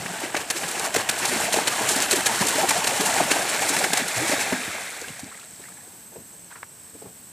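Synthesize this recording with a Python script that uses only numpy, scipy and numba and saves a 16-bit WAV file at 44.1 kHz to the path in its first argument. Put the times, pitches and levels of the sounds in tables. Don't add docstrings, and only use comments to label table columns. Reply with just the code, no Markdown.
import sys
import numpy as np
from scipy import signal
from scipy.fft import rfft, irfft, next_fast_len
from scipy.io import wavfile
from scipy.ndimage import uniform_filter1d
from numba import njit

SR = 44100
rng = np.random.default_rng(int(sys.argv[2]) if len(sys.argv) > 2 else 0)


def store_pcm(level_fs):
    pcm = np.round(np.clip(level_fs, -1, 1) * 32767).astype(np.int16)
    wavfile.write(sys.argv[1], SR, np.atleast_2d(pcm).T)


N = 323208
TIME = np.arange(N) / SR
TOP_HZ = 15400
LEAVES_WATER_S = 4.13

# (frequency [Hz], relative gain [dB])
SLAP_SPRAY = [(1800, -77), (3000, -3.5), (4200, 2.5), (5500, -1), (7500, 6.5), (10000, 1), (13000, -8.5),
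              (15500, -18)]
# (frequency [Hz], relative gain [dB])
INSECTS = [(5800, -28), (6800, -18), (7350, -11), (7630, -1), (7800, -3), (8130, 5.5), (8300, -1.5),
           (8600, -4), (9300, -38), (11000, -55)]


def undb(db):
    return 10 ** (np.asarray(db) / 20)


def unit(x):
    return x / np.sqrt(np.mean(x ** 2) + 1e-20)


def shaped(x, gain):
    size = next_fast_len(len(x))
    hz = np.maximum(np.fft.rfftfreq(size, 1 / SR), 1)
    return irfft(rfft(x, size) * gain(hz), size)[:len(x)]


def colour(x, points):
    at, db = np.transpose(points)

    def gain(hz):
        rolloff = np.maximum(hz / at[-1], 1) ** 2
        return undb(np.interp(np.log(hz), np.log(at), db)) / rolloff

    return unit(shaped(x, gain))


def walk(rate_hz):
    hold = max(int(SR / rate_hz), 2)
    steps = np.repeat(rng.standard_normal(N // hold + 1), hold)
    return unit(uniform_filter1d(steps, hold)[:N])


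def add(out, sound, centre_s):
    at = int(centre_s * SR) - len(sound) // 2 + np.arange(len(sound))
    inside = (at >= 0) & (at < N)
    out[at[inside]] += sound[inside]


@njit
def ring(start, hz, cycles, size, rise):
    out = np.zeros(N)
    for k in range(len(start)):
        life = int(cycles[k] * SR / hz[k]) + 2
        step = 2 * np.pi * hz[k] / SR
        z = size[k] + 0j
        turn = np.exp(1j * step - 5 / life)
        glide = np.exp(1j * step * rise / life)
        for i in range(start[k], min(start[k] + life, N)):
            z *= turn
            turn *= glide
            out[i] += z.imag
    return out


def bubbles(lo_hz, hi_hz, cycles, scatter_db, rise, count):
    when, pitch, damping, luck = rng.random((count, 4)).T
    hz = lo_hz + (min(hi_hz, TOP_HZ) - lo_hz) * pitch
    rarity = -np.log(np.maximum(luck, np.exp(-5)))
    size = undb(scatter_db * rarity) * np.sqrt(hz)
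    return unit(ring((when * N).astype(np.int64), hz, cycles * (.5 + damping), size, float(rise)))


def burst(grain, length_s, db, tail_db, tail_s, attack=0.45):
    t = (np.arange(len(grain)) - len(grain) // 2) / SR
    length_s = max(length_s, 1 / 500)
    onset = np.clip((t / length_s + .6) / max(attack, .05) + .5, 0, 1)
    collapse = np.exp(-2 * (np.maximum(t, 0) / length_s) ** 2)
    tail = undb(tail_db) * np.exp(-np.abs(t) / tail_s)
    sound = grain * onset * np.maximum(collapse, tail)
    return sound * undb(db) * np.sqrt(length_s * SR / np.sum(sound ** 2))


def crackle(scatter_db, size=8192):
    click, strength = rng.standard_normal((2, size))
    return click * undb(scatter_db * unit(uniform_filter1d(strength, size=12)))


def thump(hz, octaves, tone, bend, size=8192):
    def resonance(f):
        return np.exp(-(np.log2(f / hz) / max(octaves, .2) / 2) ** 2) / np.sqrt(f)

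    stir = shaped(rng.standard_normal(size), resonance)
    t = (np.arange(size) - size // 2) / SR
    bent_hz = hz * (1 + bend * np.tanh(t / 0.0204))
    clean = np.sin(2 * np.pi * (np.cumsum(bent_hz) / SR + rng.random()))
    return unit(stir) + tone * np.exp(-(octaves / .5) ** 2) * clean


def wash_levels():
    # (time [s], churning [relative dB],
    # bubbling [relative dB], spray [relative dB], depth of the surging [factor])
    passage = [(0, -36.5, -35.5, -37.5, 1), (0.44, -36, -35, -38, 1), (0.6, -37, -34.5, -34, 1.2),
               (1.1, -30.5, -29.5, -32.5, 1.4), (1.4, -31, -29.5, -29, 1), (1.8, -30, -26.5, -28.5, .8),
               (2.7, -28.5, -27, -27, .6), (3.4, -28.5, -26.5, -28, .6), (3.8, -30, -28.5, -28.5, .6),
               (4.45, -30, -27, -31, .8), (4.95, -44.5, -36, -40, 0), (5.2, -51, -44, -45.5, 0),
               (5.28, -45, -45.5, -49, 0), (5.5, -58.5, -54.5, -50.5, 0), (6, -51, -58, -58, 0)]
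    strides_s = [-0.24, 0.345, 0.94, 1.525, 2.11, 2.69, 3.31, 3.93, 4.52, 5.11]
    # (position [share of the stride],
    # churning change [dB], bubbling change [dB], spray change [dB], all before the depth factor)
    stride_swell = [(0, -2.5, -1, -1.5), (0.08, 2, 1.5, 1.5), (0.21, -4, -3.5, -4.5), (0.34, -2, -1, -0.5),
                    (0.5, -0.5, 0, 0.3), (0.68, 1.5, 1, 1), (0.85, 2, 2, 2), (0.95, -4, -3.5, -3.5)]
    settle_s = 0.25
    s, *levels, depth = np.transpose(passage)
    share, *swells = np.transpose(stride_swell)
    phase = np.interp(TIME, strides_s, np.arange(len(strides_s)))
    wading = np.interp(TIME, s, depth) * np.clip(1 - (TIME - LEAVES_WATER_S) / settle_s, 0, 1)
    return [np.interp(TIME, s, db) + wading * np.interp(phase, share, swell, period=1)
            for db, swell in zip(levels, swells)]


def wake():
    # (frequency [Hz], relative gain [dB])
    churn_colour = [(25, -50), (50, -38), (75, -12.5), (120, -5.5), (200, -3.5), (400, -0.5), (800, 6.5),
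                    (1080, -6.5), (1500, -10.5)]
    bubbling_colour = [(700, -7), (1050, -3.5), (1600, -2.5), (2200, -4), (2900, -5.5), (3600, -10),
                       (5000, -15)]
    bank_colour = [(800, -24), (1200, -3.5), (1600, -1), (1950, 0), (2300, 0.5), (2650, -4.5),
                   (3000, -12), (4500, 1)]
    spray_colour = [(2200, -8), (3300, -3), (4200, -0.5), (5200, -1), (6300, -1), (7500, 3), (9000, 0.5),
                    (11000, -5), (13000, -8.5), (15500, -13)]
    plop_db, plink_db, splat_db = -8.5, -6, -8
    churn_db, bubbling_db, spray_db = wash_levels()

    churn = colour(bubbles(80.0, 1357, cycles=10.1, scatter_db=2.0, rise=0.2, count=9000), churn_colour)
    plops = bubbles(380, 1000, cycles=26, scatter_db=1.0, rise=0.08, count=400)
    churn = churn + undb(plop_db) * colour(plops, churn_colour)

    froth = bubbles(825, 3730, cycles=25.5, scatter_db=0.5, rise=0.16, count=30000)
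    plinks = bubbles(950, 3200, cycles=52, scatter_db=1.5, rise=0.08, count=1800)
    splats = bubbles(700, 3500, cycles=5, scatter_db=1.3, rise=0.08, count=1100)
    small = froth + undb(plink_db) * plinks + undb(splat_db) * splats
    nearing_bank = np.clip((TIME - 3.3) / 0.61, 0, 1)
    babble = (1 - nearing_bank) * colour(small, bubbling_colour) + nearing_bank * colour(small, bank_colour)

    spray = colour(bubbles(2880, 13600, cycles=4.4, scatter_db=-0.5, rise=0.078, count=56000), spray_colour)
    ticks = colour(bubbles(1400, 12800, cycles=6.8, scatter_db=3.2, rise=.05, count=1100), SLAP_SPRAY)
    ticks_db = np.interp(TIME, [4.4, 5.2], [-13, -4])
    spray = spray + undb(ticks_db) * ticks

    clumps = walk(60)
    settling = np.clip((6.1 - TIME) / 0.42, 0, 1)
    return settling * (churn * undb(churn_db - 3.0 + 0.88 * clumps)
                       + babble * undb(bubbling_db - 2.0 + 0.5 * clumps)
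                       + spray * undb(spray_db - 0.55 + .5 * clumps))


def wing_strokes():
    beat_hz = 61.6 * (1 + 0.051 * walk(25))
    return np.sin(2 * np.pi * np.cumsum(beat_hz) / SR)


def field():
    # (frequency [Hz], relative gain [dB])
    air_colour = [(25, -40), (60, -3.5), (170, 4), (400, -4.5), (800, -7), (1600, -8.5), (3500, -12.5),
                  (7000, -10), (12000, -9.5), (15500, -14)]
    wing_depth = 0.16
    air = colour(rng.standard_normal(N), air_colour) * undb(-49.5 + 1.0 * walk(5.6))
    chorus = colour(rng.standard_normal(N), INSECTS) * undb(-47.5 + 0.47 * walk(3.6) + 1.0 * walk(79))
    return air + chorus * (1 + wing_depth * wing_strokes()) + chirrs()


def surroundings():
    # (frequency [Hz], relative gain [dB])
    diffuse = [(40, -25), (90, -16), (200, -1), (600, 2), (1200, -3.5), (2500, -13), (5000, -18),
               (15000, -36)]
    air = colour(rng.standard_normal(N), diffuse) * undb(-60.5)
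    insects = colour(rng.standard_normal(N), INSECTS) * undb(-57.0)
    return air + insects


def gulp(length_s, hz, db):
    return burst(thump(hz, octaves=.33, tone=2.6, bend=0.0792), length_s, db, tail_db=-16.0, tail_s=0.041)


def plunges():
    # (centre [s], length [s], middle pitch [Hz], relative level [dB])
    cavities = [(0.015, 0.045, 164.7, -35), (0.059, 0.0068, 200, -29), (0.108, 0.017, 169, -33),
                (0.241, 0.0087, 331, -25.5), (0.351, .007, 300, -25), (0.368, 0.0081, 560, -24),
                (0.56, 0.018, 346, -31.5), (0.637, 0.024, 796, -30), (0.655, 0.021, 158, -34.5),
                (0.756, 0.017, 796, -30), (0.777, 0.011, 346.5, -30), (0.854, .014, 1115, -23.5),
                (0.883, 0.02, 667, -27.5), (0.952, 0.0045, 698, -16), (0.966, 0.0044, 381, -19),
                (0.969, 0.0073, 250, -21), (1.253, 0.006, 783, -22), (1.335, 0.029, 374, -28),
                (1.362, 0.0056, 272, -21), (1.445, 0.016, 176, -34.5), (1.49, 0.017, 700, -25),
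                (1.545, 0.0045, 622, -15), (1.566, .006, 775, -24), (1.574, 0.0052, 440, -17),
                (1.583, 0.0026, 590, -17), (1.59, 0.006, 860, -16.5), (1.617, 0.012, 290, -29),
                (1.796, 0.019, 920, -27), (1.818, 0.01, 820, -20), (1.814, 0.0072, 294, -28),
                (1.919, 0.013, 369, -24), (1.965, 0.0075, 250.3, -22), (2.004, 0.0091, 287, -28),
                (2.13, 0.0044, 700, -25), (2.139, 0.0092, 395, -17), (2.178, 0.018, 328, -24),
                (2.296, 0.012, 877, -24), (2.317, 0.013, 861, -24.5), (2.414, 0.0091, 213.7, -17.5),
                (2.425, 0.0087, 987, -19), (2.454, 0.035, 276, -29), (2.537, 0.025, 904, -26),
                (2.56, .012, 285.3, -26), (2.588, 0.014, 622, -18), (2.643, 0.027, 783, -17.5),
                (2.643, 0.016, 347.6, -22), (2.716, 0.0087, 863, -18.5), (2.766, 0.019, 710, -20.5),
                (2.817, 0.025, 861, -26), (3.006, 0.012, 280.5, -22.5), (3.025, 0.03, 434, -25),
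                (3.06, 0.023, 855, -25), (3.09, 0.021, 732, -26.5), (3.169, 0.024, 780, -24),
                (3.205, 0.0057, 690, -10), (3.212, 0.0054, 281.7, -18.5), (3.319, 0.0091, 390, -22),
                (3.366, 0.0078, 660, -17.5), (3.631, 0.017, 783, -22.5), (3.715, 0.022, 289, -26),
                (3.744, 0.015, 880, -23), (3.817, 0.0062, 796, -18.5), (3.852, 0.0098, 818, -24),
                (3.861, .014, 405, -28), (3.94, 0.0088, 818, -21), (3.937, 0.0097, 250, -29),
                (4.019, 0.015, 245.5, -27), (4.199, 0.05, 124, -31.5), (4.229, 0.042, 315.3, -27),
                (4.299, 0.0079, 247.4, -24), (4.329, 0.02, 622, -20.5), (4.337, 0.014, 273, -25),
                (4.526, 0.01, 622, -22.5), (4.529, 0.0053, 238.6, -14)]
    small_per_s, small_db = 11, -4
    lowest_hz, range_octaves = 167.4, 1.5
    out = np.zeros(N)
    for s, length_s, hz, db in cavities:
        add(out, gulp(length_s, hz, db), s)
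    churn_db = wash_levels()[0]
    for k, (late, pitch) in enumerate(rng.random((int(small_per_s * LEAVES_WATER_S), 2))):
        s = (k + late) / small_per_s
        hz = lowest_hz * 2 ** (range_octaves * pitch)
        add(out, gulp(0.017, hz, np.interp(s, TIME, churn_db) + small_db), s)
    return shaped(out, lambda hz: 1 / np.sqrt(1 + (hz / 1400) ** 6) / (1 + (60 / hz) ** 4)) * undb(-3.5)


def cracks():
    # (start [s], pitch [Hz], relative level [dB])
    smacks = [(0.0615, 1730, -13.5), (0.345, 775, -11.5), (0.3477, 1600, -11.5), (0.368, 5800, -11),
              (0.502, 5500, -8), (0.635, 1900, -16), (0.797, 6000, -17), (0.862, 7000, -14),
              (0.9445, 6500, -15), (0.9495, 1500, -14), (0.9637, 1900, -12), (1.0952, 3800, -10.5),
              (1.254, 3200, -16), (1.5257, 3500, -9), (1.542, 2740, -6.5), (1.563, 746, -14),
              (1.6738, 4000, -9), (1.891, 7500, -8), (2.0035, 5300, -6), (2.0238, 6500, -5),
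              (2.1118, 4400, -1), (2.129, 8200, -2), (2.132, 2400, -12), (2.1578, 8000, -11),
              (2.259, 3000, -13), (2.486, 7000, -10), (2.6985, 5000, -17), (2.8443, 4300, -13),
              (2.8715, 8000, -22), (3.205, 1020, -12), (3.3167, 2460, -4.5), (3.7677, 2020, -13),
              (3.934, 3960, -4), (3.9725, 4200, -10), (4.181, 7000, -9), (4.2915, 2200, -19),
              (4.3245, 1600, -13), (4.634, 2980, -20), (4.908, 10000, -19), (4.936, 9500, -27),
              (5.084, 3000, -25), (5.194, 6000, -22), (5.2437, 6000, -23), (5.398, 4000, -30),
              (5.442, 4100, -32), (5.561, 5200, -29), (5.6235, 3800, -34)]
    # (frequency [Hz], relative gain [dB])
    hiss_colour = [(40, -36), (200, -11), (600, -12), (1800, -8), (4000, -9), (8000, 6), (15000, -24)]
    decay_cycles, hiss_db, hiss_decay_s = 1.65, -10, 0.001
    out = np.zeros(N)
    t = np.maximum(np.arange(2048) - 1024, 0) / SR
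    for s, hz, db in smacks:
        air = np.sin(2 * np.pi * hz * t) * np.exp(-t * hz / decay_cycles)
        torn = colour(crackle(scatter_db=3.5, size=len(t)), hiss_colour)
        hiss = torn * (t > 0) * np.exp(-t / hiss_decay_s)
        add(out, undb(db) * (air + undb(hiss_db) * hiss), s)
    return signal.sosfilt(signal.butter(2, 200, "high", fs=SR, output="sos"), out) * undb(-1.2)


def slaps():
    # (centre [s], length [s], relative spray [dB], relative body [dB])
    hits = [(0.066, 0.0037, -54, -25.5), (0.205, 0.0058, -30, -45), (0.243, 0.032, -51, -30),
            (0.353, 0.0053, -45, -19.5), (0.372, 0.014, -33, -22.5), (0.411, 0.015, -38, -31),
            (0.508, 0.0094, -20.5, -21), (0.573, 0.024, -30, -29), (0.64, 0.011, -48, -25.5),
            (0.686, 0.01, -27, -53), (0.715, .005, -25, -48), (0.762, 0.022, -45, -31),
            (0.797, 0.002, -18, -37), (0.857, 0.022, -28, -32), (0.947, 0.01, -22.5, -25),
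            (0.964, 0.01, -22.5, -18.5), (1.01, 0.018, -36, -26.5), (1.096, 0.01, -18.5, -18),
            (1.114, 0.0058, -28, -29), (1.192, 0.015, -26.5, -41), (1.242, 0.041, -42, -25),
            (1.257, 0.0079, -18.5, -39), (1.289, 0.024, -26, -50), (1.348, 0.045, -49, -25.5),
            (1.467, 0.036, -44, -25.5), (1.533, 0.0076, -18.5, -24), (1.544, 0.0086, -22, -22.5),
            (1.566, 0.0093, -26, -31), (1.604, 0.04, -45, -29), (1.68, 0.012, -20.5, -18.5),
            (1.893, 0.011, -16.5, -45), (1.919, 0.03, -22, -44), (1.964, 0.0068, -21, -40),
            (2.03, 0.021, -23, -29), (2.116, 0.01, -15.5, -25), (2.133, 0.0099, -19, -24),
            (2.165, 0.014, -21.5, -40), (2.232, 0.0077, -47, -32), (2.267, 0.012, -16.5, -18),
            (2.38, 0.013, -31, -46), (2.416, 0.014, -24, -24), (2.471, 0.0048, -17.5, -42),
            (2.489, 0.01, -19, -43), (2.598, .025, -31, -31), (2.695, 0.01, -17, -20.5),
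            (2.711, 0.0085, -21, -17), (2.775, 0.021, -29, -33), (2.846, 0.0084, -24, -23),
            (2.876, 0.0085, -17.5, -21.5), (3.012, 0.011, -23, -23.5), (3.066, 0.019, -20, -52),
            (3.185, 0.019, -40, -22.5), (3.21, 0.0066, -36, -28), (3.317, 0.015, -20, -18),
            (3.367, 0.012, -41, -24.5), (3.425, .02, -31, -30.5), (3.498, 0.014, -24.5, -28.5),
            (3.55, 0.03, -39, -27.5), (3.627, 0.017, -28, -26), (3.694, 0.014, -19, -33),
            (3.747, 0.018, -26, -31), (3.768, 0.0067, -28, -18), (3.791, .008, -21.5, -40),
            (3.845, 0.011, -28, -17.5), (3.936, 0.0075, -18.5, -18.5), (3.977, 0.0065, -18.5, -19),
            (4, 0.022, -41, -24.5), (4.084, 0.007, -23, -44), (4.174, 0.018, -31, -26),
            (4.295, 0.041, -26, -29.5), (4.334, 0.037, -31, -24), (4.418, 0.033, -27.5, -28.5),
            (4.53, 0.0084, -36, -24), (5.2, 0.0087, -36, -57)]
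    # (frequency [Hz], relative gain [dB])
    body_colour = [(40, -41), (150, -5), (400, 0), (900, -3), (1700, 1.5), (2600, 1.5), (3300, -10.5),
                   (5000, -8.5)]
    out = np.zeros(N)
    for s, length_s, spray_db, body_db in hits:
        tear = crackle(scatter_db=0.0)
        spray = colour(tear, SLAP_SPRAY)
        body = colour(tear, body_colour)
        add(out, burst(spray, length_s, spray_db, tail_db=-33, tail_s=0.02, attack=0.59), s)
        add(out, burst(body, length_s, body_db, tail_db=-12.0, tail_s=0.031), s)
    return out * undb(-2.5)


def hoofbeats():
    # (centre [s], length [s], relative level [dB],
    # middle pitch [Hz], spread [octaves])
    beats = [(4.682, .012, -34, 220, .4), (4.749, .007, -32, 650, .6), (5.025, .013, -35.5, 460, .4),
             (5.084, .007, -38, 600, .7), (5.105, .018, -37, 178, .5), (5.237, .012, -33, 230, .5),
             (5.262, .014, -43, 260, .6), (5.603, .012, -45, 480, .7), (5.877, .012, -48.5, 420, .7),
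             (5.944, .02, -52, 250, .6), (6.132, .017, -47, 480, .6), (6.165, .012, -36, 470, .4),
             (6.192, .018, -42, 180, .5), (6.341, .02, -52, 520, .5), (6.521, .024, -43, 1450, .45),
             (6.56, .007, -38, 1350, .5), (6.575, .022, -47, 1350, .35), (6.631, .003, -28.5, 1550, .55),
             (6.954, .009, -39.5, 300, .5), (7.026, .013, -38.5, 500, .5), (7.064, .016, -41, 540, .5),
             (7.06, .028, -43, 178, .35)]
    # (frequency [Hz], relative gain [dB])
    grass_colour = [(100, -12), (600, 0), (2200, -2), (4200, -7), (7000, -20), (15000, -36)]
    grass_db, glancing_db_per_octave = -18.5, 5.5
    ground_hz, ground_db, ground_s = 93.5, -19, 0.027
    thuds, swish, ground = np.zeros((3, N))
    for s, length_s, db, hz, octaves in beats:
        blow = thump(hz, octaves, tone=0.99, bend=-.15)
        add(thuds, burst(blow, length_s, db, tail_db=-5.5, tail_s=2 * length_s, attack=0.67), s)
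        blades = colour(crackle(scatter_db=-2), grass_colour)
        swish_db = db + grass_db + glancing_db_per_octave * np.log2(hz / 400)
        add(swish, burst(blades, length_s, swish_db, tail_db=-14, tail_s=length_s), s)
        shake = thump(ground_hz, octaves=0.25, tone=1, bend=-0.071) * undb(db + ground_db) * min(240 / hz, 1)
        t = (np.arange(len(shake)) - len(shake) / 2) / SR
        add(ground, shake * np.exp(-(t / ground_s) ** 2), s)
    dull = shaped(thuds, lambda hz: 1 / np.sqrt(1 + (hz / 2300) ** 12) / (1 + (80 / hz) ** 4))
    return swish + ground + dull * undb(-1.0)


def drips():
    # (centre [s], middle pitch [Hz], relative level [dB])
    drops = [(4.786, 1080, -35), (4.817, 2131, -36), (4.885, 2067, -33), (4.926, 1571, -42),
             (4.965, 645, -43), (5.045, 1560, -36), (5.085, 2680, -36.5), (5.166, 2260, -42),
             (5.195, 700, -40.5), (5.318, 1076, -41), (5.326, 1370, -40), (5.348, 1980, -41),
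             (5.352, 1200, -46), (5.378, 1940, -44), (5.392, 1335, -47), (5.416, 2560, -46),
             (5.432, 1350, -45), (5.641, 1810, -42), (5.657, 1930, -44), (5.688, 1194, -44),
             (5.723, 1700, -48), (5.774, 1690, -48), (5.788, 1030, -48), (5.811, 1800, -50)]
    out = np.zeros(N)
    for s, hz, db in drops:
        bubble = thump(hz, octaves=.28, tone=1.6, bend=0.17)
        add(out, burst(bubble, .0055, db, tail_db=-8, tail_s=0.016), s)
    return out


def bird():
    # (start [s], length [s], pitch [Hz], relative level [dB])
    whistles = [(6.545, .23, 5640, -62), (6.765, .26, 5385, -63.5)]
    trill_hz, sag_hz_per_s, glide_hz, trill_db = 6290, 90, 70, -53.5
    swelling = np.interp(TIME, [5.1, 5.65, 6.2, 6.54, 6.58], [0, .75, 1, 1, 0])
    beat = 2 * np.pi * 15 * (TIME - 5.855)
    pitch = trill_hz - sag_hz_per_s * (TIME - 5.9) - glide_hz * np.cos(beat)
    chips = np.maximum(np.sin(beat), 0) ** 2
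    song = undb(trill_db) * swelling * chips * np.sin(2 * np.pi * np.cumsum(pitch) / SR)
    for s, length_s, hz, db in whistles:
        swell = np.abs(np.sin(np.pi * np.clip((TIME - s) / length_s, 0, 1))) ** .3
        wavering_hz = hz + 22 * walk(300) + 6 * walk(20)
        song = song + undb(db + walk(40)) * swell * np.sin(2 * np.pi * np.cumsum(wavering_hz) / SR)
    return song


def chirrs():
    # (start [s], length [s], pitch [Hz], width [Hz], relative level [dB])
    rasps = [(5.9, .48, 12100, 650, -59), (6.85, 0.6, 13800, 550, -62)]
    out = np.zeros(N)
    for s, length_s, hz, width_hz, db in rasps:
        rasp = unit(shaped(rng.standard_normal(N), lambda f: np.exp(-((f - hz) / width_hz) ** 2)))
        swell = np.sqrt(np.abs(np.sin(np.pi * np.clip((TIME - s) / length_s, 0, 1))))
        out += undb(db) * swell * rasp * (1 + .8 * wing_strokes())
    return out


def shelter(x):
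    # (centre [Hz], width [Hz], gain [dB])
    resonances = [(161, 11, -3.5), (176, 4.7, 2.5), (458, 23, 2), (509, 25, -2.5), (766, 27, -0.5),
                  (922, 32, 2.5), (1246, 115, -2), (1680, 136, 2), (4820, 210, -2.5)]
    return shaped(x, lambda hz: undb(sum(db * np.exp(-((hz - f) / w) ** 2) for f, w, db in resonances)))


def scene():
    # (frequency [Hz], level against the middle [dB])
    out_of_step = [(40, -36), (120, -25), (300, -20), (700, -16), (1100, -20), (1500, -60), (2200, -60),
                   (3500, -51), (4500, -15.5), (5700, -34), (7500, -17.5), (10000, -70), (14000, -49)]
    far_lean = .06
    horse = wake() + cracks() + slaps() + plunges() + drips() + hoofbeats()
    far = field() + bird()
    both = shelter(horse + far)
    at, db = np.transpose(out_of_step)

    def side_gain(hz):
        louder_left = 0.098 * np.exp(-(np.log2(hz / 500) / 0.83) ** 2)
        return louder_left + 1j * undb(np.interp(np.log(hz), np.log(at), db))

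    far_treble = shaped(far, lambda hz: np.exp(-(np.log2(hz / 7000) / .4) ** 2))
    side = shaped(both, side_gain) + surroundings() - far_lean * far_treble
    return both + np.array([side, -side])


def record(dry):
    rounded = dry / (1 + (dry / .7) ** 6) ** (1 / 6)
    trimmed = signal.sosfilt(signal.butter(2, 42, "high", fs=SR, output="sos"), rounded)
    return signal.sosfilt(signal.ellip(10, .2, 80, TOP_HZ, fs=SR, output="sos"), trimmed)


dry = scene()
out = record(dry)
store_pcm(out)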